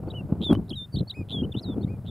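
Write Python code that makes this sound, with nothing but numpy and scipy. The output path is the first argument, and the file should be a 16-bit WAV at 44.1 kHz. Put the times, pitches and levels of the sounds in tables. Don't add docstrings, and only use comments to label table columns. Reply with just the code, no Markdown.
import sys
import numpy as np
from scipy import signal
from scipy.fft import rfft, irfft
from scipy.io import wavfile
from scipy.ndimage import uniform_filter1d

SR = 44100
rng = np.random.default_rng(int(sys.argv[2]) if len(sys.argv) > 2 else 0)


def transcribe(u):
    v = np.clip(np.atleast_2d(u).T, -1, 1)
    q = np.round(v * 32767).astype(np.int16)
    wavfile.write(sys.argv[1], SR, q)


N = 92610


def amp(db):
    return 10 ** (np.asarray(db) / 20)


def unit(x):
    return x / np.sqrt(np.mean(x ** 2) + 1e-20)


def add(mix, start, sound):
    part = mix[max(round(start * SR), 0):][:len(sound)]
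    part += sound[:len(part)]


def level_at(spectrum, hz):
    f, db = np.transpose(spectrum)
    return np.interp(np.log(hz + 1), np.log(f + 1), db)


def noise(spectrum):
    gain = amp(level_at(spectrum, np.fft.rfftfreq(N, 1 / SR)))
    return unit(irfft(rfft(rng.standard_normal(N)) * gain, N))


def wander(rate_hz):
    f = np.fft.rfftfreq(N, 1 / SR)
    return unit(irfft(rfft(rng.standard_normal(N)) * np.exp(-(f / rate_hz) ** 2), N))


def edges(t, edge_s):
    attack = np.sin(np.pi / 2 * np.clip(t / edge_s, 0, 1))
    release = np.sin(np.pi / 2 * np.clip((t[-1] - t) / edge_s, 0, 1))
    return attack * release


# (frequency [Hz], relative level [dB])
HISS_MID_SPECTRUM = [(100, 19.5), (1500, 11.5), (2500, 1), (5000, -3), (6000, -7.5), (7500, -3.5),
                     (11000, 0), (13000, -3.5), (15700, -2.5)]
HISS_SIDE_SPECTRUM = [(1000, -4), (2500, -11), (12000, 0.5), (15700, -13.5)]
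def hiss():
    mid = noise(HISS_MID_SPECTRUM)
    side = amp(-25.5) * noise(HISS_SIDE_SPECTRUM)
    return amp(-63) * np.array([mid + side, mid - side])


# (frequency [Hz], relative level [dB])
RUMBLE_SPECTRUM = [(20, -26.5), (32, -20), (50, -18), (75, -9), (105, -4), (150, -9), (220, -18.5),
                   (600, -95)]
BUFFET_SPECTRUM = [(80, -64.5), (170, 2), (300, -5), (450, -13), (700, -33.5), (2500, -110)]
FLUTTER_SPECTRUM = [(200, -33.5), (380, -1.5), (520, -1), (750, -4.5), (1100, -16), (1450, -19.5),
                    (1750, -36.5), (2500, -36), (5000, -55.5)]
# (time [s], rumble [dB], buffet [dB], flutter [dB])
GUST_LEVELS = [(0.017, -36.5, -43, -59), (0.035, -34, -39, -42.5), (0.221, -37, -39, -48),
               (0.253, -22.5, -31, -47.5), (0.288, -47, -39, -45.5), (0.327, -25.5, -21.5, -37.5),
               (0.358, -35, -37.5, -46), (0.41, -31, -31, -51), (0.482, -40.5, -37.5, -48.5),
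               (0.512, -21, -19, -27.5), (0.567, -18, -28, -48), (0.614, -30, -30.5, -52.5),
               (0.682, -44, -49, -58.5), (0.712, -38.5, -32.5, -49.5), (0.752, -33, -48.5, -65.5),
               (0.909, -65, -62, -67), (0.95, -23, -38, -54), (1.008, -21.5, -24, -53.5),
               (1.068, -51, -57.5, -62), (1.16, -50, -50, -58), (1.198, -30, -32.5, -49),
               (1.26, -41.5, -52, -61), (1.322, -46, -45, -52.5), (1.349, -29.5, -34.5, -51),
               (1.452, -28, -23.5, -44.5), (1.53, -38, -49, -60), (1.552, -55, -30.5, -41),
               (1.571, -24.5, -34, -50.5), (1.608, -54, -45, -55.5), (1.682, -30, -32, -46),
               (1.7, -33, -26, -43.5), (1.735, -30, -41.5, -47), (1.782, -34.5, -28, -47),
               (1.99, -33.5, -43.5, -54), (2.03, -38.5, -51, -56), (2.1, -32, -40.5, -53.5)]
def wind(lean_db=0.4):
    times, rumble_db, buffet_db, flutter_db = np.transpose(GUST_LEVELS)
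    t, lumps = np.arange(N) / SR, wander(73.6)

    def envelope(db, cap_db):
        return amp(np.minimum(np.interp(t, times, db), cap_db))

    rumble = np.hypot(amp(-1) * envelope(rumble_db, cap_db=-25), amp(-46.5))
    buffet = envelope(buffet_db, cap_db=-25) * unit(amp(5 * lumps))
    flutter = envelope(flutter_db, cap_db=-34) * unit(amp(4 * lumps))
    mid = rumble * noise(RUMBLE_SPECTRUM) + buffet * noise(BUFFET_SPECTRUM)
    mid += flutter * noise(FLUTTER_SPECTRUM) + eddy_thumps()
    side = amp(-18) * (rumble * noise(RUMBLE_SPECTRUM) + buffet * noise(BUFFET_SPECTRUM))
    side += amp(-24) * flutter * noise(FLUTTER_SPECTRUM)
    return np.array([amp(lean_db) * (mid + side), amp(-lean_db) * (mid - side)])


# (harmonic number, relative level [dB])
HARMONICS = [(2, -13), (3, -14), (4, -17)]
# (frequency [Hz], gain [dB])
THROAT_RESPONSE = [(1800, -14), (2500, -9), (3000, -0.5), (3700, 3), (4500, -6), (5100, -15.5),
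                   (6000, -27.5), (7500, -17), (9000, -18), (11200, -11), (12300, -21.5), (14000, -31)]
def syrinx(hz, envelope, main_hz, bright_db=0, jitter=0.004, shimmer_db=0):
    phase = 2 * np.pi * np.cumsum(hz * (1 + jitter * wander(260)[:len(hz)])) / SR
    dulling_db = 10 * (np.arange(len(hz)) / SR / 0.11) ** 2
    tone = amp(level_at(THROAT_RESPONSE, hz)) * np.sin(phase)
    for k, db in HARMONICS:
        gain = amp(db + bright_db - dulling_db + level_at(THROAT_RESPONSE, k * hz))
        tone += gain * (k * hz < SR / 2) * np.sin(k * phase)
    flicker_db = shimmer_db * wander(150)[:len(hz)]
    return np.sqrt(2) * envelope * amp(flicker_db - level_at(THROAT_RESPONSE, main_hz)) * tone


# (start [s], duration [s], first pitch [Hz], top pitch [Hz], last pitch [Hz],
# climb across the top [Hz], level [dB])
CHIP_NOTES = [(0.084, 0.013, 4300, 4440, 4500, 300, -59), (.099, 0.022, 3120, 3850, 2650, 250, -45),
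              (0.538, 0.029, 2600, 3010, 3020, 105, -45), (0.68, 0.0084, 2870, 4360, 3100, 0, -66),
              (0.722, 0.028, 2280, 3090, 2750, 755, -40.5), (0.9594, 0.024, 2590, 3785, 2580, -5, -38),
              (0.982, 0.019, 3040, 4180, 2480, 92, -41.5), (1.0027, 0.01, 3000, 4460, 2300, -1, -50.5),
              (1.074, 0.026, 4220, 4520, 3870, 550, -47.5), (1.096, 0.0209, 3140, 3897, 2650, 100, -35),
              (1.1106, 0.025, 4160, 3690, 3530, -300, -48), (1.43, 0.026, 2490, 2990, 2790, 202, -43),
              (1.518, 0.015, 3600, 3600, 2960, 350, -41), (1.537, 0.024, 2320, 2920, 2480, 552, -43.5),
              (1.564, 0.018, 3400, 3610, 3050, 403, -38), (1.578, 0.015, 2960, 3930, 3030, 300, -40.5),
              (1.592, 0.011, 3150, 4390, 3460, -200, -44.5), (1.810, 0.021, 4000, 4300, 4650, 245, -61),
              (1.826, 0.025, 3230, 3730, 2520, 147, -50)]
def chips(scoop_s=0.00322, hook_s=0.00291, arch_db=8):
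    out = np.zeros(N)
    for start, length, first_hz, top_hz, last_hz, climb_hz, db in CHIP_NOTES:
        t = np.arange(0, length, 1 / SR)
        progress = t / length
        plateau = top_hz + climb_hz * (progress - .5)
        scoop = (first_hz - plateau[0]) * np.exp(-(t / scoop_s) ** 1.53)
        hook = (last_hz - plateau[-1]) * np.exp(-((length - t) / hook_s) ** 1.68)
        hz = plateau + scoop + hook
        envelope = amp(db - arch_db * (2 * progress - 1) ** 2) * edges(t, 0.0045)
        add(out, start, syrinx(hz, envelope, top_hz, bright_db=-1.5, jitter=0.013, shimmer_db=1.6))
    return out


# (start [s], duration [s], first pitch [Hz], held pitch [Hz], last pitch [Hz],
# slide time constant [s], level [dB], level tilt [dB], overtone gain [dB])
WHISTLE_NOTES = [(0.132, 0.081, 2340, 3236, 2675, 0.0092, -41.5, 8, -2),
                 (.752, .107, 3990, 3350, 3597, 0.031, -38.5, -5.5, 1),
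                 (1.135, .1, 1706, 2650, 2394, 0.01, -46.5, 0, -1.5),
                 (1.873, 0.099, 1840, 2704, 2344, 0.017, -57, -12, -7)]
def whistles(arch_db=8):
    out = np.zeros(N)
    for start, length, first_hz, held_hz, last_hz, slide_s, db, tilt_db, bright_db in WHISTLE_NOTES:
        t = np.arange(0, length, 1 / SR)
        progress = t / length
        hz = held_hz + (first_hz - held_hz) * np.exp(-t / slide_s) + (last_hz - held_hz) * progress
        level_db = db + tilt_db * (progress - .5) - arch_db * (2 * progress - 1) ** 2
        add(out, start, syrinx(hz, amp(level_db) * edges(t, 0.0071), held_hz, bright_db))
    return out


# (time [s], frequency [Hz], half-width [s], peak level [dB])
EDDIES = [(.325, 176, 0.0035, -8.5), (.506, 173, .005, -12), (.5122, 270, 0.0035, -5),
          (.534, 207, 0.0044, -14), (0.972, 220, 0.0022, -18.5), (1.008, 127, 0.0094, -19.5),
          (1.848, 160, 0.0027, -13.5)]
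def eddy_thumps():
    out, t = np.zeros(N), np.arange(N) / SR
    for at, hz, width, db in EDDIES:
        out += amp(db) * np.cos(2 * np.pi * hz * (t - at)) / (1 + ((t - at) / width) ** 2) ** 2
    return out


# (end of quaver [s], hold [s], pitch [Hz], last pitch [Hz], level [dB],
# level change over the hold [dB], quaver duration [s], swing [Hz], exponent of the fall)
QUAVER_NOTES = [(0.4527, 0.072, 3653, 3263, -31, -5.5, 0.045, 590, 1.17),
                (1.3328, 0.087, 3550, 3224, -34, -6, 0.048, 850, 2.1),
                (2.091, .075, 3600, 3250, -46, 10, 0.038, 725, 3.4)]
def quavers(rate_hz=108.5, settle_s=0.027, sag_hz=418, rise_db=13.5, dip_db=18.5):
    out = np.zeros(N)
    for at, hold, pitch_hz, last_hz, db, change_db, quaver_s, swing_hz, bend in QUAVER_NOTES:
        t = np.arange(-quaver_s, hold, 1 / SR)
        progress = np.clip(t / hold, 0, 1)
        early = np.maximum(-t / quaver_s, 0)
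        depth = 1 / (1 + np.exp((t + settle_s / 2) / (settle_s / 3.8)))
        phase = 2 * np.pi * rate_hz * t
        swing = np.cos(phase) - .25 * np.sin(2 * phase)
        hz = last_hz + (pitch_hz - last_hz) * (1 - progress) ** bend
        hz += depth * (swing_hz * swing - early * sag_hz)
        hz *= 1 + .04 * depth * wander(900)[:len(t)]
        closing = (1 - np.cos(phase - 1.3)) / 2
        level_db = db + change_db * progress ** 2 - rise_db * early ** 2
        level_db -= dip_db * depth * (.5 + early) * closing ** 2
        level_db += 2 * depth * wander(900)[:len(t)]
        add(out, at - quaver_s, syrinx(hz, amp(level_db) * edges(t + quaver_s, 0.0071), pitch_hz))
    return out


# (frequency [Hz], relative level [dB])
KNOCK_SPECTRUM = [(300, 30), (700, -30), (1080, 34), (1500, 1), (2000, -27), (4000, -25), (8000, -78)]
TICK_SPECTRUM = [(1000, 6.5), (3500, 9.5), (6500, -7.5), (9000, 2), (11200, 7), (15000, -9)]
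# (time [s], decay time constant [s], knock [dB], tick [dB])
CASE_CLICKS = [(0.5125, 0.0053, -22, -51), (0.5143, 0.003, -34, -51), (.529, 0.0044, -26.5, -39.5),
               (0.5424, .0013, -50, -45), (0.5516, 0.0023, -25, -66)]
def handling():
    out, t = np.zeros((2, N)), np.arange(SR // 20) / SR
    for start, decay_s, knock_db, tick_db in CASE_CLICKS:
        knock = amp(knock_db) * noise(KNOCK_SPECTRUM)[:len(t)]
        tick = amp(tick_db) * noise(TICK_SPECTRUM)[:len(t)]
        side = amp(tick_db - 17) * noise(TICK_SPECTRUM)[:len(t)]
        envelope = np.exp(-t / decay_s) * edges(t, 0.00017)
        add(out[0], start, (knock + tick + side) * envelope)
        add(out[1], start, (knock + tick - side) * envelope)
    return out


# (time [s], pitch [Hz], level [dB])
FLICK_CONTOUR = [(.6915, 3700, -50), (.695, 4150, -43), (.698, 5650, -53), (.701, 4400, -60),
                 (.7035, 4100, -41), (.708, 3200, -41), (.718, 3400, -38), (.723, 2700, -55)]
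LISP_CONTOUR = [(.921, 4550, -66), (.936, 4580, -50), (.953, 4460, -42.5), (.957, 4000, -43.5),
                (.9615, 4600, -35)]
DOWNSLUR_CONTOUR = [(1.604, 6480, -72), (1.62, 5380, -66.5), (1.634, 4880, -48), (1.642, 4280, -46),
                    (1.655, 3840, -47.5), (1.69, 3640, -48.5), (1.725, 3490, -50), (1.746, 3320, -58)]
def slurs():
    out = np.zeros(N)
    notes = [(FLICK_CONTOUR, 4.5, 0.01), (LISP_CONTOUR, 3.5, 0.0097), (DOWNSLUR_CONTOUR, -2.5, 0.0025)]
    for contour, bright_db, jitter in notes:
        times, pitches, db = np.transpose(contour)
        t = np.arange(times[0], times[-1], 1 / SR)
        hz = uniform_filter1d(np.interp(t, times, pitches), size=64)
        envelope = amp(np.interp(t, times, db)) * edges(t - times[0], 0.0045)
        add(out, times[0], syrinx(hz, envelope, hz, bright_db, jitter))
    return out


def rock_scatter(song, db=-27, decay_s=0.012):
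    t = np.arange(SR // 4) / SR
    tail = rng.standard_normal(len(t)) * np.exp(-t / decay_s)
    return amp(db) * signal.fftconvolve(song, tail / np.linalg.norm(tail))[:N]


def scene():
    background = hiss()
    song = chips() + whistles() + slurs() + quavers()
    return background + song + rock_scatter(song) + wind() + handling()


def record(dry, low_cut_hz=40, cutoff_hz=15700):
    highpass = signal.butter(2, low_cut_hz, "highpass", fs=SR, output="sos")
    lowpass = signal.firwin(511, cutoff_hz, window=("kaiser", 9), fs=SR)
    tapered = signal.sosfilt(highpass, dry) * edges(np.arange(N) / SR, .003)
    return signal.oaconvolve(tapered, lowpass[None], "same")


dry = scene()
out = record(dry)
transcribe(out)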